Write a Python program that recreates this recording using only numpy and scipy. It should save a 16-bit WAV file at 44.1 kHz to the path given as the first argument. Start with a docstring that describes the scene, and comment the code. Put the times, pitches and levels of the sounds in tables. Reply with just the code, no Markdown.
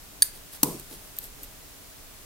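"""Over the faint rumble of a quiet room, steel pliers clack and bounce, close to the microphone.
The jaws snap shut in a bright cluster of contacts; the wooden work table knocks, booms and echoes.
Then the jaws tick and scrape on a thin wire. In between, fingers rub as they shift their grip.
Struck steel and wood ring in their modes; scrapes and rubs are showers of tiny slips."""
import sys
import numpy as np
from scipy import signal
from scipy.fft import rfft, irfft
from scipy.io import wavfile
from scipy.ndimage import uniform_filter1d, minimum_filter1d

SR = 44100
rng = np.random.default_rng(int(sys.argv[2]) if len(sys.argv) > 2 else 0)


def dump_mix(stems):
    """Bounce the given channels to the path in sys.argv[1] as a 16-bit WAV at rate SR."""
    frames = np.atleast_2d(stems).T  # one column per channel
    limited = np.clip(frames, -1, 1)  # hard clip at full scale
    pcm = np.round(limited * 32767).astype(np.int16)
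    wavfile.write(sys.argv[1], SR, pcm)


N = 99225
T = np.arange(N) / SR


def amp(db):
    """Decibels to gain."""
    return 10 ** (np.asarray(db) / 20)


def unit_rms(x):
    """Scales to rms 1."""
    return x / np.sqrt(np.mean(x ** 2) + 1e-20)


def curve_at(points, hz):
    """Interpolates a table on a log-frequency axis."""
    freqs, values = np.transpose(points)
    return np.interp(np.log(hz + 1), np.log(freqs + 1), values)


def colour(x, spectrum):
    """Gives a signal a spectrum, at rms 1."""
    gain = amp(curve_at(spectrum, np.fft.rfftfreq(x.shape[-1], 1 / SR)))
    return unit_rms(irfft(rfft(x) * gain, x.shape[-1]))


def noise(likeness, size=N):
    """White noise at two microphones, from unrelated (likeness 0) to identical (1)."""
    common, left, right = rng.standard_normal((3, size))
    return np.sqrt(likeness) * common + np.sqrt(1 - likeness) * np.array([left, right])


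def add(mix, start_s, sound):
    """Mixes a sound in at a time."""
    part = mix[:, max(round(start_s * SR), 0):][:, :sound.shape[-1]]
    part += sound[..., :part.shape[1]]


def pan(left_db):
    """Gains for a left-minus-right level."""
    return amp(np.array([[left_db], [-left_db]]) / 2)


def left_leads(x, by_s):
    """The sound reaches the left microphone a little before the right."""
    shift = np.exp(1j * np.pi * np.fft.rfftfreq(N, 1 / SR) * np.array([[by_s], [-by_s]]))
    return irfft(rfft(x) * shift, N)


def low_cut(x, hz):
    """A small body radiates little below its first mode."""
    return signal.sosfilt(signal.butter(2, hz, "high", fs=SR, output="sos"), x)


def ring(modes, contact_s, size=4096):
    """A struck body's modes build up during contact, then die away."""
    t = T[:size]
    sines = sum(amp(db - 60 * t / t60) * np.sin(2 * np.pi * hz * t) for hz, db, t60 in modes)
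    return (1 - np.exp(-t / contact_s)) * sines


def click(spectrum, size=2048):
    """One sharp click with a given spectrum, energy 1."""
    log_gain = np.log(amp(curve_at(spectrum, abs(np.fft.fftfreq(size, 1 / SR)))))
    minimum_phase = np.exp(np.conj(signal.hilbert(log_gain)))
    pulse = irfft(minimum_phase[:size // 2 + 1], size)
    return pulse / np.linalg.norm(pulse)


def burst(spectrum, t60, likeness, size=4096):
    """The dense resonances of a hard contact, as fading noise."""
    fade = amp(-60 * T[:size] / t60)
    rattle = unit_rms(noise(likeness, size) * fade) * np.sqrt(np.mean(fade ** 2))
    return signal.fftconvolve(rattle, click(spectrum)[None], axes=1)[:, :size]


def friction(spectrum, likeness, slips_per_s=9000, spread_db=3.5):
    """Surfaces slide in many tiny slips of uneven size."""
    slips = rng.random(N) < slips_per_s / SR
    sizes = amp(spread_db * np.minimum(rng.exponential(1, N), 4))
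    return colour(noise(likeness) * slips * sizes, spectrum)


# The quiet room at the microphone. Each row: frequency in Hz, relative level in dB.
ROOM_TONE = [(12, -36), (20, 2.5), (106, -11), (137, -10.5), (252, -16), (298, -7.5), (324, -19.5),
             (393, -14.5), (565, -18), (631, -14.5), (686, -18), (2210, -21), (15500, -22)]
# How alike it is left and right. Each row: frequency in Hz, correlation.
TONE_LIKENESS = [(60, 0.79), (180, 0.21), (550, 0.28), (1650, 0.045), (4970, 0.02), (15000, 0.15)]


def room_tone():
    """Steady room rumble and microphone hiss."""
    left, unrelated = rfft(rng.standard_normal((2, N)))
    likeness = curve_at(TONE_LIKENESS, np.fft.rfftfreq(N, 1 / SR))
    right = likeness * left + np.sqrt(1 - likeness ** 2) * unrelated
    return amp(-46) * colour(irfft(np.array([left, right]), N), ROOM_TONE)


# Pliers landing close by. Each row: start in seconds, level in dB, low-mode gain in dB.
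BOUNCES = [(0.2213, 0.5, -4.5), (.2225, -0.5, 5.5), (0.2279, -4, -9), (0.2315, -18.5, 1.5)]
# Their ringing steel. Each row: frequency in Hz, relative level in dB, t60 in seconds.
PLIER_MODES = [(1754, -20, 0.013), (3760, -14.5, 0.012), (4603, -5, .015), (6450, -9.5, .009),
               (9310, -5.5, 0.012), (9430, -1, 0.012), (12250, -12, .007), (13270, -15, .007),
               (13720, -7, 0.017), (14700, -18, 0.0054)]
# The crack of each contact. Each row: frequency in Hz, relative level in dB.
CRACK_SPECTRUM = [(200, -42), (1000, -37), (1700, -11.5), (2700, -21), (4500, -21), (7500, -10.5),
                  (9500, -5), (11200, -5.5), (13500, 1), (16000, -15)]


def plier_clacks():
    """Steel lands and bounces, each contact a crack and a short ring."""
    rings, cracks, to_room = np.zeros((3, 2, N))
    for start, db, low_db in BOUNCES:
        modes = [(hz, level + low_db * (hz < 8000), t60) for hz, level, t60 in PLIER_MODES]
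        add(rings, start, amp(db) * low_cut(ring(modes, contact_s=0.0005), hz=1430))
        add(cracks, start, amp(db - 10.5) * burst(CRACK_SPECTRUM, t60=0.011, likeness=0.51))
    add(to_room, BOUNCES[0][0], amp(-1.5) * click(CRACK_SPECTRUM))
    to_room += amp(-22) * rings  # the ring reaches the room less than the landing's crack
    direct = left_leads(rings + cracks, by_s=18e-6) * pan(left_db=-1)
    return direct + room_tail(to_room, decay_scale=0.45, likeness=0.18)


# The room around the table. Each row: frequency in Hz, t60 in seconds before decay_scale.
ROOM_DECAY = [(200, 0.24), (1500, 0.69), (4500, 0.54), (10000, 0.41), (15000, 0.32)]


def room_tail(x, decay_scale, likeness):
    """The room answers with a diffuse tail that lasts longest in the midrange."""
    hz, t, bands = signal.stft(noise(likeness, size=SR // 2), SR, nperseg=256)
    t60 = decay_scale * curve_at(ROOM_DECAY, hz)[:, None]
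    tail = signal.istft(bands * amp(-60 * t / t60), SR, nperseg=256)[1]
    tail *= 1 - np.exp(-T[:tail.shape[1]] / 0.018)  # reflections build up
    return signal.fftconvolve(x, tail / np.linalg.norm(tail[0]), axes=1)[:, :N]


def stroke(middle_s, half_s, db):
    """Smooth rise and fall of one sliding movement."""
    return amp(db) * np.exp(-.5 * ((T - middle_s) / half_s) ** 2)


# Fingers on handles and paper, close up.
# Each row: middle and half length in seconds, hiss level in dB, body level in dB.
GRIP_SHIFTS = [(0.356, 0.023, -48, -54), (.545, 0.019, -42, -58), (.928, 0.025, -46, -54),
               (1.047, 0.077, -52.5, -59), (1.24, 0.023, -48, -52), (1.417, 0.037, -55.5, -52.5),
               (1.675, 0.025, -64, -60)]
# The hiss of a rub and its dull body. Each row: frequency in Hz, relative level in dB.
RUB_HISS_SPECTRUM = [(300, -5.5), (2000, -8), (4500, -3.5), (7000, -8.5), (9000, 0), (12500, -0.5),
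                     (16000, -7)]
RUB_BODY_SPECTRUM = [(40, -21), (150, -2), (330, -5.5), (700, -10.5), (1500, -22), (5000, -20)]


def finger_rubs():
    """Skin slides softly, each rub a hiss over a dull body."""
    hiss_level = sum(stroke(middle, half, db) for middle, half, db, _ in GRIP_SHIFTS)
    body_level = sum(stroke(middle, half, db) for middle, half, _, db in GRIP_SHIFTS)
    hiss = hiss_level * friction(RUB_HISS_SPECTRUM, likeness=0.19)
    body = body_level * friction(RUB_BODY_SPECTRUM, likeness=0.73)
    return hiss + body


# Jaws shutting and settling near the microphone.
# Each row: start in seconds, level in dB, t60 of the crack in seconds.
JAW_CONTACTS = [(0.6306, -10, 0.0067), (0.6327, -6.5, 0.012), (0.633, -11.5, 0.023), (.6425, -28, 0.044),
                (0.797, -35, 0.023)]
# The crack of jaw on jaw. Each row: frequency in Hz, relative level in dB.
JAW_SPECTRUM = [(60, -40), (700, -21), (1500, -17), (3200, -13), (4500, -10), (7300, -7), (9000, 0),
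                (10000, -6.5), (11200, -2), (13400, -0.5), (15800, -6.5)]
# The ringing jaws. Each row: frequency in Hz, relative level in dB, t60 in seconds.
JAW_RING = [(2790, -21, .012), (4280, -10.5, 0.0089), (5960, -7.5, 0.017), (8980, -2, 0.013),
            (11600, -1.5, 0.012), (13060, -3, 0.023), (15400, -2, .008)]


def jaw_snaps():
    """Jaws close in a quick cluster of bright contacts; the first leaves an even hiss in the room."""
    contacts, to_room = np.zeros((2, 2, N))
    for start, db, t60 in JAW_CONTACTS:
        crack = burst(JAW_SPECTRUM, t60, likeness=0.33)
        add(contacts, start, amp(db) * (ring(JAW_RING, contact_s=0.0005) + crack))
    add(to_room, JAW_CONTACTS[0][0], click(JAW_SPECTRUM))
    direct = left_leads(contacts, by_s=24e-6) * pan(left_db=1)
    return direct + room_tail(to_room, decay_scale=1.26, likeness=0.15)


# The table's knocks, and the boom's soft second swell echoing about 55 ms after the first.
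# Each row: start in seconds, level in dB, rise time in seconds.
KNOCKS_AND_ECHO = [(.6310, 1.5, 0.0014), (.684, -6, 0.0079), (0.911, -19, 0.0074)]
# The wooden top, close up. Each row: frequency in Hz, relative level in dB, t60 in seconds.
WOOD_MODES = [(143.9, -32.5, 0.51), (233.3, -47, 0.33), (283, -10.5, 0.034), (294.4, -36, 0.26),
              (426, -34, 0.32), (481, -30.5, 0.092), (869, -21.5, 0.038), (978, -37.5, 0.19),
              (1037, -23.5, 0.043)]
# The table heard through the room. Each row: frequency in Hz, relative level in dB.
BOOM_SPECTRUM = [(40, -29), (100, -17.5), (160, -3.5), (310, -1), (470, -6.5), (720, -17.5), (1080, -15),
                 (1450, -31.5), (4000, -68)]


def table_knocks_and_echo():
    """The table top thumps and booms on; a room reflection swells the first boom again."""
    out = np.zeros((2, N))
    build_up = 1 - np.exp(-T[:SR] / 0.014)
    for start, db, rise_s in KNOCKS_AND_ECHO:
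        boom = build_up * burst(BOOM_SPECTRUM, t60=0.32, likeness=0.84, size=SR)
        wood = low_cut(ring(WOOD_MODES, rise_s, size=SR), hz=106)
        add(out, start, amp(db) * (wood + amp(-26.5) * boom))
    return out


# Jaws touching the wire, close up. Each row: start in seconds, level in dB, t60 in seconds.
WIRE_TICKS = [(1.167, -35, 0.018), (1.187, -21, 0.017), (1.236, -40, 0.023), (1.241, -34.5, 0.029),
              (1.433, -30.5, 0.015), (1.445, -41, .015)]
# Wire sliding in the jaws. Each row: middle and half length in seconds, level in dB.
WIRE_SCRAPES = [(1.188, 0.015, -49), (1.251, 0.019, -45), (1.439, 0.0077, -43)]
# The thin tone of a tick and of a scrape. Each row: frequency in Hz, relative level in dB.
TICK_SPECTRUM = [(500, -36), (2500, -22), (3900, -7), (5500, -16), (8300, -5.5), (10500, -10), (12800, 4),
                 (14000, 1), (16000, -8.5)]
SCRAPE_SPECTRUM = [(500, -17), (3000, -18), (6000, -18), (8500, -6), (10500, -17), (12700, 2), (13600, -7),
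                   (16000, -24)]


def wire_in_jaws():
    """Thin ticks and short scrapes as the jaws take hold of the wire."""
    direct = friction(SCRAPE_SPECTRUM, likeness=0.4) * sum(stroke(*row) for row in WIRE_SCRAPES)
    for start, db, t60 in WIRE_TICKS:
        add(direct, start, amp(db) * burst(TICK_SPECTRUM, t60, likeness=0.23))
    tail = room_tail(direct, decay_scale=0.79, likeness=0.2)
    return direct * pan(left_db=0.5) + amp(-14) * tail


def scene():
    """Everything that reaches the microphones at the table."""
    return (room_tone() + plier_clacks() + finger_rubs() + jaw_snaps()
            + table_knocks_and_echo() + wire_in_jaws())


def record(dry):
    """A fast limiter holds the loudest peaks to full scale; a low-pass cuts the top treble."""
    safe_gain = 1 / np.maximum(abs(dry).max(0), 1)
    gain = uniform_filter1d(minimum_filter1d(safe_gain, size=65), size=65)
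    low_pass = signal.firwin(255, cutoff=15900, window=("kaiser", 8), fs=SR)
    return signal.oaconvolve(gain * dry, low_pass[None], "same", axes=1)


dry = scene()
out = record(dry)
dump_mix(out)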